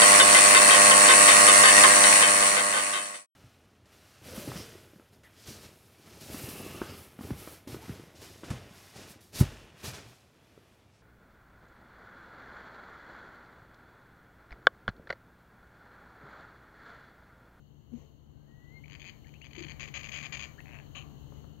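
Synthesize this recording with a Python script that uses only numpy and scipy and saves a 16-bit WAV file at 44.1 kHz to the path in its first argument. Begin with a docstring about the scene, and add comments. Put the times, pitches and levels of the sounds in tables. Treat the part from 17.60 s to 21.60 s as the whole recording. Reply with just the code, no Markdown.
"""A young kookaburra begs on a concrete patio, over rumble, hiss and a far machine hum.
A hollow bump and a rustle come first. A thin whine rises and at 1.2 s breaks into squeaks and dry,
rasping chatter; each rasp is a train of click bursts from the syrinx. Three more bumps sound near 2 s.
At 3 s comes a muffled rattle with the beak shut, then one short squawk.
Last, the bird taps twice as it lunges at a toy."""
import sys
import numpy as np
from scipy import signal
from scipy.fft import rfft, irfft
from scipy.io import wavfile
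from scipy.ndimage import uniform_filter1d, map_coordinates

SR = 44100
rng = np.random.default_rng(int(sys.argv[2]) if len(sys.argv) > 2 else 0)


def int16_out(signal):
    """Quantize to a 16-bit WAV file."""
    q = np.round(np.clip(np.atleast_2d(signal).T, -1, 1) * 32767)
    wavfile.write(sys.argv[1], SR, q.astype(np.int16))


N = 176400
T = np.arange(N) / SR
BIN_HZ = np.fft.rfftfreq(N, 1 / SR)


def amp(db):
    """Decibels to gain."""
    return 10 ** (np.asarray(db) / 20)


def unit_rms(x):
    """Scales to rms 1."""
    return x / np.sqrt(np.mean(x ** 2) + 1e-20)


def lookup(points, hz):
    """Interpolates (frequency, value) points on a log-frequency axis."""
    point_hz, value = np.transpose(points)
    return np.interp(np.log(hz + 1), np.log(point_hz + 1), value)


def add(mix, start_s, sound):
    """Mixes a sound in at start_s."""
    part = mix[max(round(start_s * SR), 0):][:len(sound)]
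    part += sound[:len(part)]


def noise(colour):
    """Steady noise with the given spectrum, rms 1."""
    return unit_rms(irfft(rfft(rng.standard_normal(N)) * amp(lookup(colour, BIN_HZ)), N))


def drift(corner_hz):
    """Low-passed random motion, rms 1."""
    return unit_rms(irfft(rfft(rng.standard_normal(N)) / (1 + (BIN_HZ / corner_hz) ** 2) ** 2, N))


def ring(colour, size=2048):
    """Minimum-phase impulse response of a spectrum, energy 1."""
    db = np.maximum(lookup(colour, abs(np.fft.fftfreq(size, 1 / SR))), -70)
    log_spectrum = np.conj(signal.hilbert(np.log(amp(db))))
    response = np.fft.ifft(np.exp(log_spectrum)).real[:size // 2]
    return response / np.linalg.norm(response)


def puff(decay_s, size=1024):
    """Decaying noise burst, energy 1."""
    burst = rng.standard_normal(size) * np.exp(-np.arange(size) / SR / decay_s)
    return burst / np.linalg.norm(burst)


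def machine_hum():
    """Distant machine: low partials, each wavering in level and pitch."""
    # (frequency [Hz], rms level [dB])
    partials = [(72.7, -54.5), (121, -60), (145.6, -52.5), (217, -61.5), (291, -66), (436, -72.5)]
    drift_hz = 7.06
    out = np.zeros(N)
    for hz, db in partials:
        flutter = 1 + 0.1473 * drift(drift_hz)
        pitch_hz = hz * (1 + 0.01167 * drift(drift_hz))
        out += np.sqrt(2) * amp(db) * flutter * np.sin(2 * np.pi * np.cumsum(pitch_hz) / SR)
    return out


def background(right_share):
    """Swelling rumble, hum and hiss; right_share scales the right channel's colouring in dB."""
    # rumble spectrum (frequency [Hz], relative density [dB])
    rumble_colour = [(12, -78.5), (20, -23.5), (38, -6.5), (75, -3), (113, -3), (146, 2), (177, -8.5),
                     (290, -10.5), (340, -13.5), (430, -18.5), (2200, -39.5), (2860, -71.5), (4840, -120)]
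    # hiss spectrum (frequency [Hz], relative density [dB])
    hiss_colour = [(900, -0.5), (2300, -28), (2700, -5.5), (3000, 3.5), (3400, -11), (4000, -9),
                   (4400, -3.5), (4800, -21.5), (5500, -20), (6600, -4.5), (7600, -19), (9000, -31),
                   (11000, -27.5), (12800, -11), (14500, -19.5), (15800, -16)]
    # slow swell (time [s], rumble and hum gain [dB], hiss gain [dB])
    swell = [(0, -6.5, -9), (.29, -5, -8.5), (.39, -2, -3), (.56, -7, -8.5), (.75, -4, -9.5),
             (1.45, -1.5, -1), (1.85, -2.5, -2.5), (2.05, 2.5, 0.5), (2.55, 0.5, 4), (3.0, -0.5, 1.5),
             (3.551, 3, 0.5), (3.78, 1, 0.5), (4, 0, -3)]
    # right channel colouring (frequency [Hz], gain [dB])
    right_colour = [(25, 0.5), (70, -12), (150, -18.5), (300, -11), (700, -8), (2000, -4.5), (3000, -8.5),
                    (7000, -11.5), (13000, -7)]
    time_s, low_db, hiss_db = np.transpose(swell)
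    low = (machine_hum() + amp(-49.5) * noise(rumble_colour)) * amp(np.interp(T, time_s, low_db))
    hiss = amp(-61.5 + np.interp(T, time_s, hiss_db)) * noise(hiss_colour)
    return irfft(rfft(low + hiss) * amp(right_share * lookup(right_colour, BIN_HZ)), N)


def patio(sound):
    """Diffuse tail from the surrounding walls; the bass lasts longest."""
    # reverberation (frequency [Hz], T60 [s])
    decay = [(300, 0.9), (1200, 0.654), (3000, 0.1484), (8000, 0.344)]
    hz, t, spectra = signal.stft(rng.standard_normal(SR), SR, nperseg=256)
    fade = amp(-60 * t / lookup(decay, hz)[:, None])
    tail = signal.istft(spectra * fade, SR, nperseg=256)[1]
    return signal.fftconvolve(sound, tail / np.linalg.norm(tail))[:N]


def bumps():
    """Hollow bumps nearby, each one low note cut short; dull contacts start the first."""
    # hollow notes (start [s], rise [s], length [s], pitch [Hz], level [dB])
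    notes = [(0.317, 0.0247, 0.0614, 236.7, -30), (1.977, 0.00324, 0.0225, 335.8, -35.5),
             (2.006, 0.0049, 0.0174, 336.4, -34), (2.041, 0.0149, 0.0145, 307.2, -36)]
    # contacts (time [s], level [dB])
    contacts = [(0.322, -33.5), (.336, -23.5)]
    # contact spectrum (frequency [Hz], relative gain [dB])
    contact_colour = [(100, -11.5), (380, 10), (600, -9), (1200, -24.5), (2000, -24.5), (4000, -41.5)]
    t60_s, release_s, octave_db = 0.193, 0.00436, -27.5
    out = np.zeros(N)
    for start_s, rise_s, length_s, hz, db in notes:
        t = np.arange(0, length_s + release_s / 2, 1 / SR)
        envelope = np.minimum(t / rise_s, amp(-60 * (t - rise_s) / t60_s))
        release = np.minimum((t[-1] - t) / release_s, 1)
        phase = 2 * np.pi * hz * t
        tone = np.sin(phase) + amp(octave_db) * np.sin(2 * phase)
        add(out, start_s, amp(db) * envelope * release * tone)
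    for time_s, db in contacts:
        add(out, time_s, amp(db) * ring(contact_colour))
    return out


def rustles():
    """Soft rustles: brief arches of coloured noise."""
    # rustles (start [s], length [s], level [dB])
    events = [(0.319, 0.151, -60.5), (3.703, 0.139, -63)]
    # rustle spectrum (frequency [Hz], relative density [dB])
    colour = [(150, 0.5), (420, 14.5), (800, -7), (1150, -0.5), (1500, -27), (2000, -1.5), (3000, -11),
              (5000, -22), (6500, -2.5), (9000, -42.5)]
    out, rustle = np.zeros(N), noise(colour)
    for start_s, length_s, db in events:
        progress = np.clip((T - start_s) / length_s, 0, 1)
        out += amp(db) * rustle * np.sqrt(abs(np.sin(np.pi * progress)))
    return out


def taps():
    """Dry taps on the ground: an impact plus a short scuff."""
    # impacts (time [s], level [dB])
    hits = [(3.722, -27.5), (3.8432, -28.5)]
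    # impact spectrum (frequency [Hz], relative gain [dB])
    colour = [(150, -16.5), (450, 10), (900, 3.5), (1400, -1), (2200, -19.5), (6000, -39.5)]
    out, impact = np.zeros(N), ring(colour)
    for time_s, db in hits:
        scuff = signal.fftconvolve(puff(decay_s=0.00357), impact)
        add(out, time_s, amp(db) * impact)
        add(out, time_s, amp(db + 1.5) * scuff)
    return out


def beak_tick(time_s=3.014, db=-44.5):
    """One thin, high tick of the beak."""
    # tick spectrum (frequency [Hz], relative gain [dB])
    colour = [(5000, -41), (9000, -24), (10500, -0.5), (12500, 1.5), (14000, -24.5)]
    out = np.zeros(N)
    add(out, time_s, amp(db) * signal.fftconvolve(puff(decay_s=0.0034), ring(colour)))
    return out


def whine():
    """Thin rising tone; its octave gains as it gets louder."""
    # whine contour (time [s], pitch [Hz], level [dB])
    contour = [(.73, 1497, -85.5), (.79, 1552, -76), (.85, 1600, -82), (0.884, 1868, -69.5),
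               (0.979, 1937, -62), (1.08, 1970, -59.5), (1.138, 2089, -54.5), (1.175, 2137, -47.5),
               (1.195, 2071, -54.5), (1.21, 2060, -95)]
    time_s, hz, db = np.transpose(contour)
    pitch_hz = np.interp(T, time_s, hz) * (1 + 0.00505 * drift(corner_hz=90))
    phase = 2 * np.pi * np.cumsum(pitch_hz) / SR
    envelope = amp(np.interp(T, time_s, db)) * (T > time_s[0]) * (T < time_s[-1])
    octave = amp(-13) * envelope / envelope.max() * np.sin(2 * phase)
    return envelope * (np.sin(phase) + octave)


def squeaks():
    """Short rough tones that glide, mostly upward, and level off."""
    # squeaks (start [s], length [s], first pitch [Hz], last pitch [Hz], level [dB])
    glides = [(1.236, .014, 2200, 2350, -49), (1.40, .042, 3150, 3550, -54), (1.642, .01, 2200, 2100, -56),
              (1.652, .03, 1600, 1950, -59), (1.736, .037, 2100, 2830, -55), (1.811, .04, 2350, 3020, -49),
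              (2.98, .029, 1500, 1950, -47)]
    roughness_hz = 400
    waver = 1 + 0.025 * drift(roughness_hz)
    flutter = 1 + 0.55 * drift(roughness_hz)
    out = np.zeros(N)
    for start_s, length_s, first_hz, last_hz, db in glides:
        progress = np.linspace(0, 1, round(length_s * SR))
        span = round(start_s * SR) + np.arange(len(progress))
        pitch_hz = (last_hz + (first_hz - last_hz) * (1 - progress) ** 2) * waver[span]
        envelope = amp(db) * np.sqrt(abs(np.sin(np.pi * progress))) * flutter[span]
        add(out, start_s, envelope * np.sin(2 * np.pi * np.cumsum(pitch_hz) / SR))
    return out


def swept(click, delay_s_per_hz=1.7e-7):
    """Makes a click a tiny upward sweep: treble arrives just after the low ring."""
    hz = np.fft.rfftfreq(len(click), 1 / SR)
    return irfft(rfft(click) * np.exp(-1j * np.pi * delay_s_per_hz * hz ** 2), len(click))


def syrinx_click(throat, tuning):
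    """Air leak, pulse and puff ring the throat. Returns the click (energy 1) and its lead [s]."""
    retuned = map_coordinates(throat, [np.arange(len(throat)) * tuning], order=3)
    leak = amp(-8) * puff(decay_s=0.00094)[::-1]
    after_puff = amp(-8) * puff(decay_s=0.0017)
    click = signal.fftconvolve(retuned, np.concatenate([leak, [1], after_puff]))
    power = abs(uniform_filter1d(uniform_filter1d(click ** 2, size=16), size=16))
    click /= np.sqrt(1 + 1.3 * power / power.max())  # flatter peak, fuller click
    return click / np.linalg.norm(click), len(leak) / SR


def chatter():
    """Rasps, rattle and squawk: bursts of 1-4 syrinx clicks, the last accented, shaped by the beak."""
    # rasps (start [s], length [s], relative level [dB], first burst rate [Hz], last burst rate [Hz],
    # clicks per burst, beak posture)
    rasps = [(1.258, .006, -41, 80, 80, 1, "ajar"), (1.281, .006, -41, 80, 80, 1, "ajar"),
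             (1.2989, .005, -37, 80, 80, 1, "ajar"), (1.3103, 0.0318, -36.5, 95.15, 117.7, 1, "ajar"),
             (1.351, 0.0097, -34.5, 154, 150, 1, "ajar"), (1.397, 0.0114, -37, 169.3, 171, 1, "ajar"),
             (1.418, 0.0144, -32, 104.8, 110.7, 1, "ajar"), (1.443, 0.0566, -33.5, 166.3, 228.9, 1, "ajar"),
             (1.67, 0.0226, -45.5, 89.4, 93, 1, "ajar"), (1.7398, .006, -40.5, 80, 80, 1, "ajar"),
             (1.817, 0.0061, -36, 79, 80.2, 1, "ajar"), (1.843, 0.0243, -36.5, 120.4, 130.2, 1, "ajar"),
             (1.909, 0.0077, -41.5, 80, 80, 2, "ajar"), (1.932, .006, -33.5, 80, 80, 1, "ajar"),
             (1.95, .018, -33, 80.26, 83, 2, "ajar"), (1.981, .027, -31, 95.7, 95.67, 2, "ajar"),
             (2.023, 0.03013, -30, 85.28, 106.1, 2, "ajar"), (2.067, .022, -32.5, 59.3, 60, 1, "ajar"),
             (2.087, 0.0361, -31, 109.3, 246.7, 1, "ajar"), (2.197, 0.0416, -27.5, 131, 113.8, 2, "wide"),
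             (2.240, 0.0186, -32.5, 134, 132.4, 2, "wide"), (2.276, .006, -35, 110, 110, 2, "wide"),
             (2.284, .006, -33, 110, 110, 2, "wide"), (2.340, .041, -25.5, 125, 115.1, 3, "wide"),
             (2.392, 0.0239, -30.5, 115.6, 114, 2, "wide"), (2.431, 0.04565, -29, 104.3, 109.7, 2, "wide"),
             (2.488, 0.0078, -28.5, 80, 80, 3, "wide"), (2.518, .017, -27.5, 94.2, 95, 3, "wide"),
             (2.5388, .040, -26.5, 270, 310.2, 1, "wide"), (2.583, .006, -26.5, 80, 80, 3, "wide"),
             (2.597, 0.022, -30, 79.6, 79, 3, "wide"), (2.627, .040, -27.5, 129.8, 145.9, 2, "wide"),
             (2.7235, .030, -24.5, 82, 83.34, 4, "wide"), (2.7704, 0.006, -28, 80, 80, 3, "wide"),
             (2.793, 0.02556, -27, 110.6, 120.3, 2, "wide"), (2.823, 0.02303, -27, 130, 128.6, 2, "wide"),
             (2.846, 0.012, -31.5, 127.2, 128, 2, "wide"), (3.004, 0.00535, -33, 80.2, 79.29, 1, "shut"),
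             (3.0582, 0.0769, -37, 81.94, 138.8, 1, "shut"),
             (3.143, 0.03104, -37.5, 190.5, 171.5, 1, "shut"),
             (3.188, 0.0171, -35.5, 89.51, 202, 1, "shut"),
             (3.349, 0.03026, -29.5, 135.3, 136.6, 2, "squawk"),
             (3.38, 0.02184, -32, 199.6, 152, 1, "squawk"), (3.408, 0.016, -34.5, 131.3, 111, 1, "squawk")]
    # throat and beak spectrum, per posture (frequency [Hz], relative gain [dB])
    beak_colours = {"ajar": [(350, -32.5), (600, -13.5), (854, -17.5), (1080, -11.5), (1320, -20),
                    (1820, -4.5), (2460, 4.5), (2710, -8), (3060, -0.5), (3720, -18), (4640, -8),
                    (5360, -43), (6600, -7.5), (7010, -21.5), (7730, -43.5), (11000, -52.5), (14300, -90),
                    (22000, -120)], "wide": [(290, -44), (500, -19.5), (594, -12.5), (947, -20.5),
                    (1080, -10.5), (1340, -17.5), (1890, -5), (2130, -2.5), (2400, 5), (2710, -4),
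                    (3090, -4), (3770, -16), (4730, -13), (5400, -26), (5780, -24.5), (6680, -8),
                    (7140, -19.5), (7640, -52), (8610, -35), (9450, -63), (12000, -51), (15600, -67),
                    (22000, -120)], "shut": [(350, -47.5), (600, -4), (955, -6.5), (1240, -9.5),
                    (1880, -2.5), (2530, 4.5), (3510, -22), (5660, -32.5), (6700, -24), (9000, -55),
                    (11700, -89.5), (19800, -120)], "squawk": [(350, -39.5), (600, -7.5), (781, -6.5),
                    (852, -20.5), (1110, 3), (1480, -16), (2130, -9.5), (2410, 3.5), (3020, 7), (3430, -11),
                    (4130, -7), (5310, -32.5), (6740, -7), (8880, -59), (9700, -33), (12000, -53),
                    (15600, -74.5), (22000, -120)]}
    # click spacing in a burst, per posture (gap [s])
    click_gap_s = {"ajar": 0.0035, "wide": 0.0024, "shut": .0028, "squawk": .0034}
    bird_db, lead_in_db, spread_db = 11.5, -2.5, 1.2
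    burst_jitter_s, gap_jitter, throat_wobble = 0.0003, 0.12, 0.02
    throats = {beak: swept(ring(colour)) for beak, colour in beak_colours.items()}
    out = np.zeros(N)
    for start_s, length_s, db, first_hz, last_hz, clicks, beak in rasps:
        elapsed_s = 0
        while elapsed_s < length_s:
            click_s = start_s + elapsed_s + burst_jitter_s * rng.standard_normal()
            for k in range(clicks):
                gap, strength, wobble = rng.standard_normal(3)
                click, lead_s = syrinx_click(throats[beak], tuning=1 + throat_wobble * np.tanh(wobble))
                click_db = bird_db + db + spread_db * strength + lead_in_db * (k < clicks - 1)
                add(out, click_s - lead_s, amp(click_db) * click)
                click_s += click_gap_s[beak] * (1 + gap_jitter * gap)
            elapsed_s += 1 / (first_hz + (last_hz - first_hz) * elapsed_s / length_s)
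    return out


def scene():
    """Stereo mix: near sounds are strong on the left; on the right the bird is faint and smeared."""
    noises = chatter() + rustles() + taps() + beak_tick()
    tones = whine() + squeaks()
    thuds = bumps()
    direct = noises + tones
    to_walls = noises + amp(-6) * tones
    left = direct + thuds + amp(-6) * patio(to_walls) + background(right_share=0)
    smeared = signal.fftconvolve(direct, puff(decay_s=0.00107))[:N]
    right = amp(-27) * smeared + amp(-29.5) * thuds
    right += amp(-22.5) * patio(to_walls) + background(right_share=0.974)
    return np.array([left, right])


def record(dry):
    """Steep low-pass band limit."""
    cutoff_hz = 15800
    lowpass = signal.firwin(511, cutoff_hz, window=("kaiser", 9), fs=SR)
    return signal.oaconvolve(dry, lowpass[None], "same")


dry = scene()
out = record(dry)
int16_out(out)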